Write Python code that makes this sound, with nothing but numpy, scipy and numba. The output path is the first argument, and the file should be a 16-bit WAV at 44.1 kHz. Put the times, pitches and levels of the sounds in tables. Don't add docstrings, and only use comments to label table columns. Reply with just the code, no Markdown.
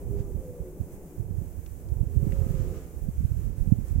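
import sys
import numpy as np
from scipy import signal
from scipy.fft import rfft, irfft
from scipy.io import wavfile
from scipy.ndimage import uniform_filter1d
from numba import njit

SR = 44100
rng = np.random.default_rng(int(sys.argv[2]) if len(sys.argv) > 2 else 0)


def int16_out(signal):
    q = np.round(np.clip(np.atleast_2d(signal).T, -1, 1) * 32767)
    wavfile.write(sys.argv[1], SR, q.astype(np.int16))


N = 176400
T = np.arange(N) / SR
FREQS = np.arange(N // 2 + 1) * SR / N + 1e-3


def undb(db):
    return 10 ** (np.asarray(db) / 20)


def unit(x):
    return x / np.sqrt(np.mean(x ** 2))


def curve(rows, axis=1):
    rows = np.array(rows)
    return np.interp(T, rows[:, 0], rows[:, axis])


def noise(colour):
    hz, db = np.array(colour).T
    shape_db = np.interp(np.log(FREQS), np.log(hz), db)
    white = rng.standard_normal(N)
    return unit(irfft(rfft(white) * undb(shape_db), N))


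def low_pass(x, hz):
    return irfft(rfft(x) / (1 + (FREQS / hz) ** 2), N)


def resonate(x, hz, width):
    band_pass = 1 / (1 + 1j * (FREQS ** 2 - hz ** 2) / (FREQS * width))
    return irfft(rfft(x) * band_pass ** 2, N)


def walk(rate):
    knots = np.arange(int(T[-1] * rate) + 2)
    values = rng.standard_normal(2048)[knots]
    zigzag = np.interp(T * rate, knots, values)
    return unit(uniform_filter1d(zigzag, int(SR / rate / 2)))


@njit
def sweep(x, hz, width):
    y = np.empty(len(x))
    band, low = 0., 0.
    for i in range(len(x)):
        g = np.tan(np.pi * hz[i] / SR)
        damping = width / hz[i]
        v = (band + g * (x[i] - low)) / (1 + g * (g + damping))
        band = 2 * v - band
        low = low + 2 * g * v
        y[i] = damping * v
    return y


# frequency in Hz, relative level in dB.
HISS_COLOUR = [(100, 16.5), (1000, 4), (2400, -0.5), (3300, -7), (4200, -10), (5200, -5), (6500, 2),
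               (7800, 3), (9000, 2), (15500, 4.5)]
# time in seconds, level in dB before HISS_DB is added.
HISS_LEVEL = [(0.0, -63.5), (0.03, -64), (0.05, -66.5), (0.55, -66), (0.59, -65.5), (1.02, -65.5),
              (1.38, -65.5), (1.48, -64.5), (2.08, -67.5), (2.1, -64.5), (3.04, -64), (3.07, -67),
              (3.45, -64), (3.55, -69), (3.58, -63), (3.74, -66), (3.91, -64), (3.97, -68)]
HISS_DB = 9


def hiss():
    level_db = HISS_DB + curve(HISS_LEVEL) + 0.93 * walk(16)
    return undb(level_db) * np.array([noise(HISS_COLOUR), noise(HISS_COLOUR)])


# frequency in Hz, relative level in dB.
MURMUR_COLOUR = [(20, 0.5), (60, 1.5), (120, -14), (160, 5), (210, -6.5), (330, -3.5), (480, -8),
                 (640, -16), (900, -24), (1300, -39), (2500, -48), (5000, -95)]
# time in seconds, level in dB.
MURMUR_LOUDNESS = [(0, -42.5), (.7, -46.5), (1.25, -45), (1.7, -49.5), (2.6, -42), (3.2, -50.5), (4, -46)]


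def valley_murmur():
    mid = noise(MURMUR_COLOUR) * undb(1.14 * walk(7))
    side = undb(-15.5) * noise(MURMUR_COLOUR)
    return np.array([mid + side, mid - side]) * undb(curve(MURMUR_LOUDNESS))


# frequency in Hz, relative level in dB.
RUSTLE_COLOUR = [(400, -16), (700, -3), (900, 6.5), (1400, 7.5), (2500, 3), (4000, -4.5), (7500, 2.5),
                 (10000, -14), (15000, -9.5)]
# time in seconds, level in dB.
RUSTLE_LOUDNESS = [(0, -97), (.198, -62), (.3, -88), (2.05, -72), (2.35, -60), (2.48, -61), (2.62, -56.5),
                   (2.7, -60), (2.765, -58), (2.84, -62.5), (2.95, -73.5), (3.15, -70.5), (3.4, -64),
                   (3.7, -69), (4, -62.5)]


def rustle():
    level_db = curve(RUSTLE_LOUDNESS) + 1.4 * walk(24.68)
    return np.array([noise(RUSTLE_COLOUR), noise(RUSTLE_COLOUR)]) * undb(level_db)


# start in seconds, level at the start in dB, centre in Hz,
# width of each band-pass in Hz, decay in seconds.
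TICK_ROWS = [(1.662, -53.5, 2020, 2600, 0.0038), (1.662, -57, 5940, 3000, 0.0042),
             (1.887, -58, 5600, 7000, .004), (2.321, -46, 2050, 1680, 0.0048),
             (3.883, -51, 7800, 1800, 0.0023)]


def ticks():
    out = np.zeros((2, N))
    for at, db, hz, width, decay in TICK_ROWS:
        grain = unit(resonate(rng.standard_normal((2, N)), hz, width))
        envelope = (T >= at) * np.exp(-abs(T - at) / decay)
        out += undb(db) * grain * envelope
    return out


RASP = 0.24
JITTER = 0.007
SHIMMER_DB, SHIMMER_RATE = 2.2, 22


def roar(rows, throat, jitter, second_pulse, rasp, fade_s=0.15):
    pitch = curve(rows)
    cycles = np.cumsum(pitch * (1 + jitter * walk(40.25))) / SR
    main_pulses = np.diff(np.floor(cycles), prepend=0)
    midway_pulses = np.diff(np.floor(cycles + 0.5), prepend=0)
    pulses = main_pulses + second_pulse * midway_pulses
    breath = rng.standard_normal(N) * np.exp(-2 * (cycles % 1))
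    source = unit(pulses) + rasp * unit(breath)
    glide = pitch / np.mean([row[1] for row in rows])
    call = 0
    for k, (hz, width, follow) in enumerate(throat):
        centre = hz * glide ** follow
        ring = sweep(sweep(source, centre, float(width)), centre, float(width))
        level_db = curve(rows, axis=k + 2) + SHIMMER_DB * walk(SHIMMER_RATE)
        call = call + (-1) ** k * unit(ring) * undb(level_db)
    fade = np.clip(np.minimum(T - rows[0][0], rows[-1][0] - T) / fade_s + 1, 0, 1)
    return call * fade


# time in seconds, pitch in Hz before jitter, then the levels in dB of the
FIRST_ROAR = [(0, 80, -5, -8, -40), (.07, 80.3, -3, -9, -34), (.15, 81.2, 2, -6, -32),
              (.25, 80, -1, -7, -27), (.3, 76.6, -6, -6, -32), (.44, 72.8, -7, 2, -34),
              (.54, 70.1, -13, 5, -32), (.66, 64.6, -7, 0, -31), (.74, 62, -13, -14, -40)]
SECOND_ROAR = [(2.05, 65, -16, -22, -45), (2.13, 66.3, 0, -13, -40), (2.22, 69, 1, -7, -35),
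               (2.35, 67.3, 0, 1, -15), (2.44, 66.2, 3, 3, -16), (2.56, 65.3, 1, 0, -18),
               (2.66, 64.4, 0, 0, -18), (2.78, 63.4, 0, 0, -14), (2.85, 62, -16, -16, -26)]
# centre in Hz at the average pitch, width of each
# band-pass in Hz, and the power with which the centre follows the pitch glide (0 stays, 1 follows fully).
FIRST_THROAT = [(384, 42, 0.52), (495, 67, .1), (1197, 53, 0.25)]
SECOND_THROAT = [(399, 77, 0.21), (509, 87, 1), (1238, 60, 0.73)]
# time in seconds, pitch in Hz before jitter, level in dB of their one
# resonance before shimmer and GROAN_DB are added.
FIRST_GROAN = [(.62, 74.4, 4), (.69, 71.97, 6), (.77, 69, -4.5), (.87, 66.17, -6), (1.02, 63.27, -13),
               (1.15, 59.8, 5.5), (1.35, 55.1, -6)]
SECOND_GROAN = [(2.58, 73.04, 3), (2.67, 70.7, 3.5), (2.76, 67.6, 6), (2.86, 60.5, -21)]
GROAN_THROAT = [(340.4, 60, 0.64)]
ROAR_1_DB, ROAR_2_DB, GROAN_DB = -51, -54, -55.5


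def stag_calls():
    first = roar(FIRST_ROAR, FIRST_THROAT, JITTER, second_pulse=0.028, rasp=RASP)
    second = roar(SECOND_ROAR, SECOND_THROAT, JITTER, second_pulse=0.38, rasp=RASP)
    groans = 0
    for rows in (FIRST_GROAN, SECOND_GROAN):
        groans = groans + roar(rows, GROAN_THROAT, jitter=0.012, second_pulse=0.082, rasp=0.27)
    return undb(ROAR_1_DB) * first + undb(ROAR_2_DB) * second + undb(GROAN_DB) * groans


ECHO_DB = -7
VALLEY_T60_S = 1.6


def stag():
    calls = stag_calls()
    slopes = rng.standard_normal((2, N)) * np.exp(-np.log(1000) * T / VALLEY_T60_S)
    slopes = unit(slopes) / np.sqrt(N)
    mid, side = signal.fftconvolve(calls[None], slopes, axes=1)[:, :N]
    echo = mid + undb(-15.0) * np.array([side, -side])
    return calls + undb(ECHO_DB) * echo


# frequency in Hz, relative level in dB.
TURBULENCE_COLOUR = [(15, -15), (25, -6.5), (40, 2), (75, 1), (120, -5.5), (180, -16.5), (260, -25.5),
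                     (400, -42.5), (600, -56), (900, -70), (2000, -110)]
WIND_DB = 8
EDDY_HZ = 128
EDDY_DB, EDDY_RATE = 5.5, 35
BRIGHTEN = 0.65
GUST_REF_DB = -28


def port(gust_db):
    flow = noise(TURBULENCE_COLOUR)
    flow = flow / np.sqrt(uniform_filter1d(flow ** 2, size=4000))
    large = low_pass(flow, EDDY_HZ)
    eddy_gain_db = BRIGHTEN * (gust_db - GUST_REF_DB) + EDDY_DB * walk(EDDY_RATE)
    small = (flow - large) * undb(eddy_gain_db)
    return (large + small) * undb(gust_db + WIND_DB)


# time in seconds, level in dB before WIND_DB is added.
GUST_STRETCHES = [
    [(0.0, -47), (0.104, -32), (0.304, -41.5), (0.36, -31.5), (0.472, -55), (0.504, -33.5), (0.57, -71),
     (0.6, -35), (0.774, -65), (0.802, -34.5), (0.84, -38), (0.878, -54), (0.942, -45), (1.14, -75)],
    [(1.16, -53), (1.19, -33.5), (1.26, -42), (1.31, -34), (1.47, -39), (1.538, -44.5), (1.596, -35),
     (1.626, -45), (1.75, -39), (1.8, -48.5), (1.9, -35.5), (2.07, -36.5), (2.13, -37)],
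    [(2.17, -30), (2.26, -31.5), (2.35, -32), (2.38, -33.5), (2.47, -33.5), (2.616, -31.5), (2.74, -37.5),
     (2.848, -47), (2.9, -49), (2.962, -42), (3.02, -32.5), (3.06, -36.5)],
    [(3.11, -35.5), (3.148, -47), (3.18, -29), (3.226, -32), (3.292, -37.5), (3.39, -30), (3.43, -37.5),
     (3.476, -29.5), (3.55, -40.5), (3.62, -27), (3.646, -34), (3.69, -28.5)],
    [(3.76, -33), (3.82, -33.5), (3.88, -38), (3.926, -32), (3.985, -26)],
]
# time in seconds, level in dB before WIND_DB and LEE_DB are added.
SHELTERED_WIND = [(0, -27), (.07, -29), (.27, -28), (.4, -32), (1.1, -41), (1.32, -34), (1.6, -48),
                  (1.84, -33), (1.9, -28), (2.12, -31.5), (2.3, -26.5), (2.7, -31), (2.9, -43), (3.14, -24),
                  (3.36, -28.5), (3.6, -41), (3.8, -38), (3.98, -23.5)]
LEE_DB = -19.5
EDGE_S = 0.008


def wind():
    gust_db = curve([row for stretch in GUST_STRETCHES for row in stretch])
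    left = undb(LEE_DB) * low_pass(port(curve(SHELTERED_WIND)), 190)
    right = port(gust_db)
    ramp = np.clip(np.minimum(T, T[-1] - T) / EDGE_S, 0, 1)
    fade = np.sin(np.pi / 2 * ramp) ** 2
    return np.array([left, right]) * fade


# centre in seconds, depth of the dip in dB,
# half length in seconds.
THUMP_ROWS = [(0.098, -21, 0.0029), (0.114, -19.5, 0.0025), (0.186, -22, 0.0069), (0.208, -14.5, 0.0038),
              (.812, -21.5, 0.0027), (1.309, -20.5, 0.0026), (1.387, -14.5, 0.0037), (1.42, -20, .0027),
              (1.923, -13, 0.004), (1.969, -17, 0.0044), (2.014, -9.5, 0.0042), (2.033, -15, 0.0026),
              (2.073, -16, 0.004), (2.174, -12.5, 0.004), (2.232, -10, 0.0029), (2.269, -14, 0.0018),
              (2.275, -18.5, 0.0022), (2.334, -15.5, 0.003), (2.394, -14, 0.00396), (2.418, -10.5, 0.0038),
              (2.468, -16, 0.0022), (2.508, -14.5, 0.0029), (2.515, -22, 0.0018), (2.55, -15, 0.0031),
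              (2.601, -16.5, 0.0027), (2.671, -25, .0022), (3.089, -11.5, 0.0026), (3.184, -17.5, 0.0044),
              (3.208, -18, 0.0024), (3.253, -10.5, 0.0033), (3.319, -11, 0.0042), (3.676, -12, 0.0028),
              (3.692, -18, 0.0025), (3.7243, -0.5, 0.0023), (3.734, -9, 0.0044), (3.788, -14.5, 0.0022),
              (3.96, -11, 0.0036)]
THUMP_LEAK_DB = -83


def thumps():
    out = 0
    for at, db, half in THUMP_ROWS:
        u = (T - at) / half
        out = out + undb(db) * (2 * u ** 2 - 1) * np.exp(-u ** 2)
    return np.array([undb(THUMP_LEAK_DB) * out, out])


def scene():
    return valley_murmur() + rustle() + ticks() + stag() + wind() + thumps()


TOP_HZ = 15800


def record(dry):
    top_cut = signal.ellip(10, 0.2, 70, TOP_HZ, fs=SR, output="sos")
    return signal.sosfilt(top_cut, dry + hiss())


dry = scene()
out = record(dry)
int16_out(out)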